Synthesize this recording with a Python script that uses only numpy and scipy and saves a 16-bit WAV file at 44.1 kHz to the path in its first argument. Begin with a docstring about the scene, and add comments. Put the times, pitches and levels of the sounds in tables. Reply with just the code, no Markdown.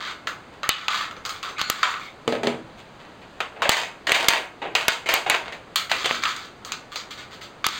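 """Scissors snip, scrape and squeal through the last of a thin aluminium can, then land on the work table.
Fingers shift on the metal. From 3.4 s two hands bend the opened wall flat, so that it crinkles and
buckles with loud, ringing snaps. Near 6 s it curls back into a tube and knocks on the table, and its
edges click and scrape over each other. All along there is the soft noise of a small room, and a camera's
gain control turns the sound down after each snap."""
import sys
import numpy as np
from scipy import signal
from scipy.io import wavfile
from scipy.ndimage import uniform_filter1d

SR = 44100
rng = np.random.default_rng(int(sys.argv[2]) if len(sys.argv) > 2 else 0)


def dump_mix(stems):
    """Bounce the given channels to the path in sys.argv[1] as a 16-bit WAV at rate SR."""
    frames = np.atleast_2d(stems).T  # one column per channel
    limited = np.clip(frames, -1, 1)  # hard clip at full scale
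    pcm = np.round(limited * 32767).astype(np.int16)
    wavfile.write(sys.argv[1], SR, pcm)


N = 343526

# The tone of the opened sheet: pitch_hz, level_db
SHEET_TONE = [(60, -31), (200, -22), (400, -8), (650, -2.5), (1150, -3.5), (2100, -3), (3000, -2),
              (4200, -8.5), (7000, -15.5), (9500, -25.5), (15000, -33.5)]
# The notes it rings at: pitch_hz, level_db, fade_s (time to fall by 60 dB)
SHEET_NOTES = [(463, 3, 0.28), (668.4, 12, 0.16), (934, 4, 0.34), (1530, 1, 0.41), (1800, -17, 0.19),
               (1920, 10, 0.21), (2170, 7, 0.33), (2360, -13, 0.23), (2540, 8, 0.3), (2750, 5, 0.1),
               (2840, 6, 0.18), (3320, -8.5, 0.25), (3800, 9.5, 0.08)]
# Its snaps: start_s, crack_db, ring_db, treble_db, pitch_hz
SHEET_SNAPS = [(3.404, -17, -26.5, -5, 1297), (3.562, -46, -38.5, -24, 740),
               (3.602, -52, -38.5, -29.5, 900), (3.62, -17, -18, -0.5, 1077),
               (3.654, -17.5, -21.5, -24, 586), (3.6928, -4.5, -13, 6, 1800), (3.7175, -8, -13.5, 7, 2060),
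               (3.767, -15, -20, 7, 1800), (4.0695, -19.5, -22, 4.5, 1850), (4.087, -28, -23, -5, 1660),
               (4.119, -5, -18, 5.5, 1984), (4.146, -10.5, -13, 4, 2155), (4.2843, 1.5, -11, 11.5, 2083),
               (4.617, -36, -27.5, -12, 835), (4.65, -43, -29.5, -15.5, 723), (4.719, -44, -43.5, -31, 750),
               (4.7515, -10.5, -13.5, 3, 2515), (4.8815, -6.5, -14, 5, 1474),
               (5.059, -32.5, -25.5, 2, 2144), (5.0885, -15.5, -16.5, 5.5, 2170),
               (5.138, -19, -16, 7, 2150), (5.263, -25, -22, -8, 756), (5.2987, -10.5, -13, 1.5, 2250),
               (5.3435, -11.5, -32, -9, 2750), (5.523, -32, -34, 2, 1860), (5.9155, -10, -19, 1.5, 2420),
               (6.0445, -21, -23, -1, 3140), (6.058, -14.5, -23.5, 7.5, 3110)]
def sheet_snaps():
    """The bent sheet buckles: it jumps to a new shape, cracks and rings."""
    return blows(SHEET_SNAPS, SHEET_TONE, SHEET_NOTES, crack_s=0.0058, chime_db=-10.5,
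                 note_db=-3, note_fade_s=0.12, detune=0.012, bump_db=3, ripple_db=2,
                 level_db=0.5, bass_db=-3.5, thinning=0.45)


# Moments when the microphone overloads: start_s, click_db, thud_db
OVERLOADS = [(0.6916, 3.5, -1), (1.6155, -33, -14), (1.7007, -2, -8.5), (3.6938, 5, 7), (4.12, -4.5, -8),
             (4.2859, 8.5, 6), (4.883, 4, -2), (5.1403, 1, -10), (5.2993, -5, -12), (5.7595, -4.5, -29),
             (7.6671, -3.5, -9.5)]
def overload_clicks(click_s=0.00028, thud_s=0.00023):
    """The hardest snaps and snips overload the microphone, which spits a brief click with a low thud."""
    out, t = np.zeros(N), np.arange(SR // 100) / SR
    no_bass = signal.butter(1, 1500, "highpass", fs=SR, output="sos")
    for start_s, click_db, thud_db in OVERLOADS:
        burst = signal.sosfilt(no_bass, rng.choice([-1., 1.], len(t)) * np.exp(-t / click_s))
        add(out, start_s, gain_of(click_db) * burst + gain_of(thud_db) * np.exp(-t / thud_s))
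    return out


# The tone of the can as a tube: pitch_hz, level_db
TUBE_TONE = [(60, -51), (300, -30), (700, -13.5), (980, -3.5), (1150, 3), (1290, 4.5), (1420, -0.5),
             (1700, -0.5), (2600, -1.5), (4000, -2), (7000, -9.5), (9500, -26.5), (15000, -28.5)]
# The notes it rings at: pitch_hz, level_db, fade_s
TUBE_NOTES = [(1193, 14, 0.084), (1228, -0.5, 0.46), (1280, 3, 0.29), (1342, 0, 0.6), (1472, 4, 0.39),
              (1535, -8, 0.5), (2150, -2, 0.74), (2347, 0.5, 0.34), (3180, 6, 0.14), (3470, -3.5, 0.38),
              (3820, -29, 0.5)]
# Snips and edge clicks: start_s, crack_db, ring_db, treble_db, pitch_hz
SNIPS_AND_CLICKS = [(.2715, -21.5, -28, -3.5, 1295), (.632, -23, -28, -5.5, 1490),
                    (.6916, -10, -18, -1, 3800), (.8822, -13.5, -24, -2.5, 1214),
                    (1.111, -31.5, -41, -4, 1230), (1.166, -38, -43.5, -3, 1190),
                    (1.2517, -24.5, -31, 6.5, 1250), (1.261, -25, -40, 12, 1230),
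                    (1.293, -25, -31, 9, 1115), (1.429, -27.5, -31.5, 4, 1200),
                    (1.488, -38, -36.5, 3, 1250), (1.6145, -16, -38, 3.5, 1230),
                    (1.6995, -12.5, -27.5, 5, 1310), (1.8308, -12.5, -14.5, -4.5, 1283),
                    (1.8545, -19, -34, -20, 1280), (1.94, -24.5, -30.5, -16, 1280),
                    (5.7585, -15.5, -18.5, 7.5, 3390), (6.2365, -16, -28, 5.5, 1280),
                    (6.254, -16.5, -25, -7, 1304), (6.364, -28.5, -38, 10, 1322),
                    (6.649, -30, -38.5, 10.5, 1090), (6.7205, -20, -31.5, 10, 2410),
                    (6.958, -24, -30, 7.5, 4200), (7.643, -17, -23.5, 0, 3480),
                    (7.6655, -11, -29.5, 6, 1125), (7.687, -21, -43, 12, 1140)]
def tube_clicks():
    """A snip or a click of the cut edges makes the tube ring."""
    return blows(SNIPS_AND_CLICKS, TUBE_TONE, TUBE_NOTES, crack_s=0.0029, chime_db=-13,
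                 note_db=-9, note_fade_s=0.17, detune=0.0039, bump_db=5.5, ripple_db=3,
                 level_db=2, bass_db=3.5, thinning=0.75)


# Bends of the sheet: start_s, length_s, level_db, treble_db
SHEET_BENDS = [(3.7, 0.14, -23, 6), (4.08, 0.17, -19, 3.5), (4.29, 0.046, -7, -2.5),
               (4.35, 0.038, -16.5, 0), (4.78, 0.065, -25, 3), (4.9, 0.038, -22, 9), (5.09, .075, -18, 0.5),
               (5.32, 0.041, -18.5, 0.5), (5.45, 0.03, -27.5, -10)]
def sheet_crinkles():
    """The sheet gives way in tiny, very uneven ticks as it is bent."""
    return friction(SHEET_BENDS, SHEET_TONE, SHEET_NOTES, slips_per_s=260, spread_db=6.2, echo_db=0.5,
                    chime_db=-3, ripple_db=1.5, attack_s=0.0092, drift_db=-2, release_s=0.0069)


# Strokes along the tube: start_s, length_s, level_db, treble_db
TUBE_SCRAPES = [(0, 0.11, -27.5, -3.5), (.76, 0.085, -30.5, -3), (.9, 0.083, -21, 0), (1.0, 0.048, -25, -5),
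                (1.33, 0.04, -37.5, 4.5), (1.445, 0.013, -25.5, -5), (1.575, .04, -21.5, -0.5),
                (1.67, 0.18, -33.5, 3), (1.86, 0.066, -32, 7.5), (1.97, 0.095, -47, 12),
                (5.885, 0.2, -29, 7), (6.06, 0.06, -23, 4), (6.125, 0.016, -18.5, 5),
                (6.22, 0.089, -28, 7.5), (6.34, .12, -40.5, 7.5), (6.67, 0.022, -30.5, -11),
                (6.915, 0.0091, -29.5, 5.5), (6.99, 0.018, -36, 4), (7.105, 0.0077, -40.5, 17.5),
                (7.17, 0.044, -39.5, 9.5), (7.305, .04, -40.5, 7), (7.41, 0.025, -41, 12.5),
                (7.68, .12, -36, 11.5)]
def tube_scrapes():
    """Blades and cut edges catch and slip along the tube."""
    return friction(TUBE_SCRAPES, TUBE_TONE, TUBE_NOTES, slips_per_s=280, spread_db=2, echo_db=6.5,
                    chime_db=1.5, ripple_db=2, attack_s=0.004, drift_db=-3.5, release_s=0.014)


# The tone of the work table: pitch_hz, level_db
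TABLE_TONE = [(50, -36), (130, -7.5), (230, -8.5), (500, 0.5), (750, 0), (950, -5.5), (1300, -9.5),
              (2200, -7.5), (4000, -7.5), (7000, -13.5), (15000, -33.5)]
# The notes it rings at: pitch_hz, level_db, fade_s
TABLE_NOTES = [(239, 3, .33), (323, -5, .6), (408, -3, .36), (454, 0, .3), (538, -2, .22), (586, -1, .3),
               (667, -1, .3), (1275, -6, .28), (2050, -7, .22)]
# Landings on it: start_s, crack_db, ring_db, treble_db, pitch_hz
TABLE_KNOCKS = [(2.2778, -18.5, -22.5, -7, 454), (2.324, -23.5, -26.5, -7.5, 594),
                (2.352, -26, -34.5, -14, 233), (2.433, -25.5, -26, -6.5, 415), (2.4708, -18, -21, -7, 411),
                (6.11, -16.5, -37, -23, 1100)]
def table_knocks():
    """The scissors, and later the curled sheet, land on the table with low knocks."""
    return blows(TABLE_KNOCKS, TABLE_TONE, TABLE_NOTES, crack_s=0.0026, chime_db=2,
                 note_db=-2.5, note_fade_s=0.2, detune=0, bump_db=0, ripple_db=2,
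                 level_db=4, bass_db=-6, thinning=0.5)


# Squeals along the cut edge: start_s, length_s, level_db, first_pitch_hz, last_pitch_hz
BLADE_SQUEALS = [(0.944, 0.031, -36, 3950, 4200), (1.563, 0.13, -34.5, 2300, 4300),
                 (2.004, 0.097, -42, 2230, 2200)]
def blade_squeals(width_hz=320, overtone=1.62, overtone_db=-8, glide_s=0.067):
    """Fast slips sound two notes of the blade, which slide as the contact point moves, then hold."""
    out = np.zeros(N)
    narrow = signal.butter(2, width_hz / 2, fs=SR, output="sos")
    for start_s, length_s, level_db, first_hz, last_hz in BLADE_SQUEALS:
        gain = gain_of(level_db) * push(length_s, attack_s=0.0069, drift_db=-3, release_s=0.016)
        glide = np.minimum(np.arange(len(gain)) / SR / glide_s, 1) ** 2
        turns = np.cumsum(first_hz + (last_hz - first_hz) * glide) / SR
        for ratio, part_db in [(1, 0), (overtone, overtone_db)]:
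            noise = rng.standard_normal(SR) + 1j * rng.standard_normal(SR)
            waver = signal.sosfilt(narrow, noise)[:len(gain)]
            note = (waver * np.exp(2j * np.pi * ratio * turns)).real
            add(out, start_s, gain * gain_of(part_db) * evened(note))
    return out


# Finger movements: start_s, length_s, level_db, treble_db
FINGER_SHIFTS = [(.52, 0.02, -46.5, 2), (2.77, 0.034, -51, 12.5), (2.99, 0.029, -44, 1),
                 (3.04, 0.012, -41, -20), (3.21, 0.013, -40.5, -1.5), (3.3, 0.12, -59, 4)]
def finger_rustles():
    """Fingers slide on the can in many soft little slips."""
    return friction(FINGER_SHIFTS, SHEET_TONE, SHEET_NOTES, slips_per_s=900, spread_db=3, echo_db=-2,
                    chime_db=-10, ripple_db=2, attack_s=0.012, drift_db=-0.5, release_s=0.013)


# How long can and room ring together: pitch_hz, fade_s
ECHO_FADES = [(100, 1), (400, 0.37), (1300, 0.36), (4000, 0.25), (8000, 0.3), (16000, 0.27)]
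def echo(t):
    """Countless faint notes and wall echoes blur into noise whose bass lasts longest."""
    hz, age_s, bands = signal.stft(rng.standard_normal(len(t)), SR, nperseg=256)
    fade = gain_of(-60 * age_s / read(ECHO_FADES, hz)[:, None])
    return signal.istft(bands * fade, SR, nperseg=256)[1][:len(t)]


# The tone of the room's noise: pitch_hz, level_db
ROOM_TONE = [(20, -10), (60, -3.5), (150, -0.5), (300, -1), (700, -2), (1300, -5), (2200, -11),
             (4000, -15.5), (7000, -23.5), (10000, -31), (16000, -41.5)]
def room_noise(level_db=-43.5):
    """The room gives a soft, steady, low noise."""
    return gain_of(level_db) * evened(colour(rng.standard_normal(N), ROOM_TONE, size=8192))


def blows(rows, body, notes, crack_s, chime_db, note_db, note_fade_s, detune, bump_db, ripple_db,
          level_db, bass_db, thinning, swell_s=0.0022):
    """Each blow is a short crack, then the struck thing rings in the room."""
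    out, t = np.zeros(N), np.arange(SR * 2 // 3) / SR
    head, early = SR // 250, SR // 28  # the first 4 ms set the crack's level, 36 ms the ring's
    for start_s, crack_db, ring_db, treble_db, hz in rows:
        low_db = bass_db - thinning * (crack_db + 10)  # harder cracks have less bass
        tone = [(480, low_db), (950, 0.0045), (2600, 0.0044), (5500, treble_db)]
        # the spot that is hit favours the notes near one pitch
        bump = [(hz / 1.8, 0), (hz, bump_db), (hz * 1.64, 0)]
        ripple = spot_tone(ripple_db)
        # the first jolt, among its echoes from the edges of the metal
        jolt = rng.standard_normal(len(t)) * np.exp(-t / crack_s)
        jolt[SR // 4000] += 2.5
        crack = colour(jolt, body, tone)
        main_notes = [(hz, 0, note_fade_s), (hz * 1.1, -3, note_fade_s)]
        parts = [(0, colour(echo(t), body, tone, bump, ripple)),
                 (chime_db, chime(t, notes, detune)),
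                 (note_db, chime(t, main_notes, detune=0.002))]
        ring = sum(gain_of(db) * part / part[:early].std() for db, part in parts)
        ring *= 1 - np.exp(-t / swell_s)
        add(out, start_s, gain_of(crack_db) * crack / crack[:head].std())
        add(out, start_s, gain_of(ring_db) * ring / ring[:early].std())
    return gain_of(level_db) * out


def friction(strokes, body, notes, slips_per_s, spread_db, echo_db, chime_db, ripple_db,
             attack_s, drift_db, release_s, spots=4):
    """Tiny slips of uneven size shake a few spots of the metal, which ring on."""
    size = gain_of(spread_db * np.minimum(rng.exponential(1, N), 4))
    slips = size * rng.choice([-1, 1], N) * (rng.random(N) < slips_per_s / SR)
    # even out the slips, so the push of the hand sets the loudness
    slips /= np.sqrt(abs(uniform_filter1d(slips ** 2, size=1300)) + 0.0011)
    low = signal.sosfilt(signal.butter(1, 3500, fs=SR, output="sos"), slips)
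    force, bite = np.zeros((2, N))
    for start_s, length_s, level_db, treble_db in strokes:
        gain = gain_of(level_db) * push(length_s, attack_s, drift_db, release_s)
        add(force, start_s, gain)
        add(bite, start_s, gain * gain_of(treble_db))
    drive = force * low + bite * (slips - low)
    # the contact lands on a random spot every hundredth of a second
    touched = rng.integers(0, spots, N)[np.arange(N) // (SR // 100)]
    out, t = np.zeros(N), np.arange(SR // 2) / SR
    for spot in range(spots):
        ripple = spot_tone(ripple_db)
        parts = [(0, colour(signal.unit_impulse(len(t)), body, ripple)),
                 (echo_db, colour(echo(t), body, ripple)),
                 (chime_db, chime(t, notes, detune=0.0044))]
        ring = sum(gain_of(db) * part / np.linalg.norm(part) for db, part in parts)
        add(out, 0, signal.oaconvolve(drive * (touched == spot), ring / np.linalg.norm(ring)))
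    return out


def chime(t, notes, detune):
    """The strongest notes ring and fade; each new bend of the metal shifts them a little."""
    hz, level_db, fade_s = np.transpose(notes)[:, :, None]
    shift, glide = detune * rng.standard_normal((2, len(hz), 1))
    turns = hz * (t * (1 + shift) + glide * t ** 2) + rng.random(hz.shape)
    return (gain_of(level_db - 60 * t / fade_s) * np.sin(2 * np.pi * turns)).sum(0)


def spot_tone(ripple_db, count=48):
    """Each spot favours its own notes: random rows of pitch_hz, level_db."""
    return np.c_[np.geomspace(SR / 100, SR / 5, count), ripple_db * rng.standard_normal(count)]


def push(length_s, attack_s, drift_db, release_s):
    """The strength of one push: the hand takes hold, its pressure drifts, then it lets go."""
    t = np.arange(0, length_s + 6 * release_s, 1 / SR)
    grip = np.minimum(t / attack_s, 1)
    drift = gain_of(drift_db * (np.minimum(t / length_s, 1) - 0.5))
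    return grip * drift * np.exp(-np.maximum(t - length_s, 0) / release_s)


def colour(x, *tones, size=2048):
    """Shapes a sound with all the tone curves at once; nothing rings before it is struck."""
    hz = abs(np.fft.fftfreq(size, 1 / SR))
    log_gain = np.log(gain_of(sum(read(tone, hz) for tone in tones)))
    taps = np.fft.ifft(np.exp(np.conj(signal.hilbert(log_gain)))).real
    return signal.oaconvolve(x, taps)[:len(x)]


def read(curve, hz):
    """Looks up a curve between its listed pitches."""
    pitches, values = np.transpose(curve)
    return np.interp(np.log(hz + 1), np.log(pitches + 1), values)


def gain_of(db):
    """Turns decibels into a multiplier."""
    return 10 ** (np.asarray(db) / 20)


def evened(x):
    """Scales a sound to an average power of one."""
    return x / np.sqrt(np.mean(x ** 2) + 1e-20)


def add(mix, start_s, sound):
    """Mixes a sound in at its start time."""
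    part = mix[max(round(start_s * SR), 0):][:len(sound)]
    part += sound[:len(part)]


def smooth(x, lag_s):
    """Follows a signal with a short lag."""
    memory = np.exp(-1 / (lag_s * SR))
    return signal.lfilter([1 - memory], [1, -memory], x)


# The microphone's opening cuts two dips in the treble: pitch_hz, level_db
MICROPHONE_TONE = [(20, -0.5), (4750, -3), (5200, -10), (5550, -14.5), (6200, -5), (9400, -6),
                   (10300, -18.5), (11200, -18.5), (12200, -15.5), (13300, -3), (16000, -2)]
def scene():
    """Can, scissors, table and room take on the microphone's tone; its overload clicks go on top."""
    hits = tube_clicks() + sheet_snaps() + table_knocks()
    rubbing = tube_scrapes() + sheet_crinkles() + finger_rustles() + blade_squeals()
    return (colour(hits + rubbing + room_noise(), MICROPHONE_TONE) + overload_clicks())[None]


def record(dry, threshold_db=-21, squeeze=0.51, recovery_db_per_s=55, attack_s=0.0014, top_hz=16200):
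    """Gain control ducks too late for each snap, whose first peaks flatten; the top treble is cut."""
    power_db = 10 * np.log10(smooth(dry[0] ** 2, lag_s=0.0049) + 1e-12)
    fall_db = np.arange(N) * recovery_db_per_s / SR
    held_db = np.maximum.accumulate(power_db + fall_db) - fall_db  # jumps up, sinks slowly
    over_db = np.maximum(held_db - threshold_db, 0)
    ducked = dry / gain_of(squeeze * smooth(over_db, attack_s))
    flattened = np.clip(ducked, -0.76, 0.76)
    treble_cut = signal.firwin(255, top_hz, window=("kaiser", 8), fs=SR)
    return signal.oaconvolve(flattened, treble_cut[None], "same")


dry = scene()
out = record(dry)
dump_mix(out)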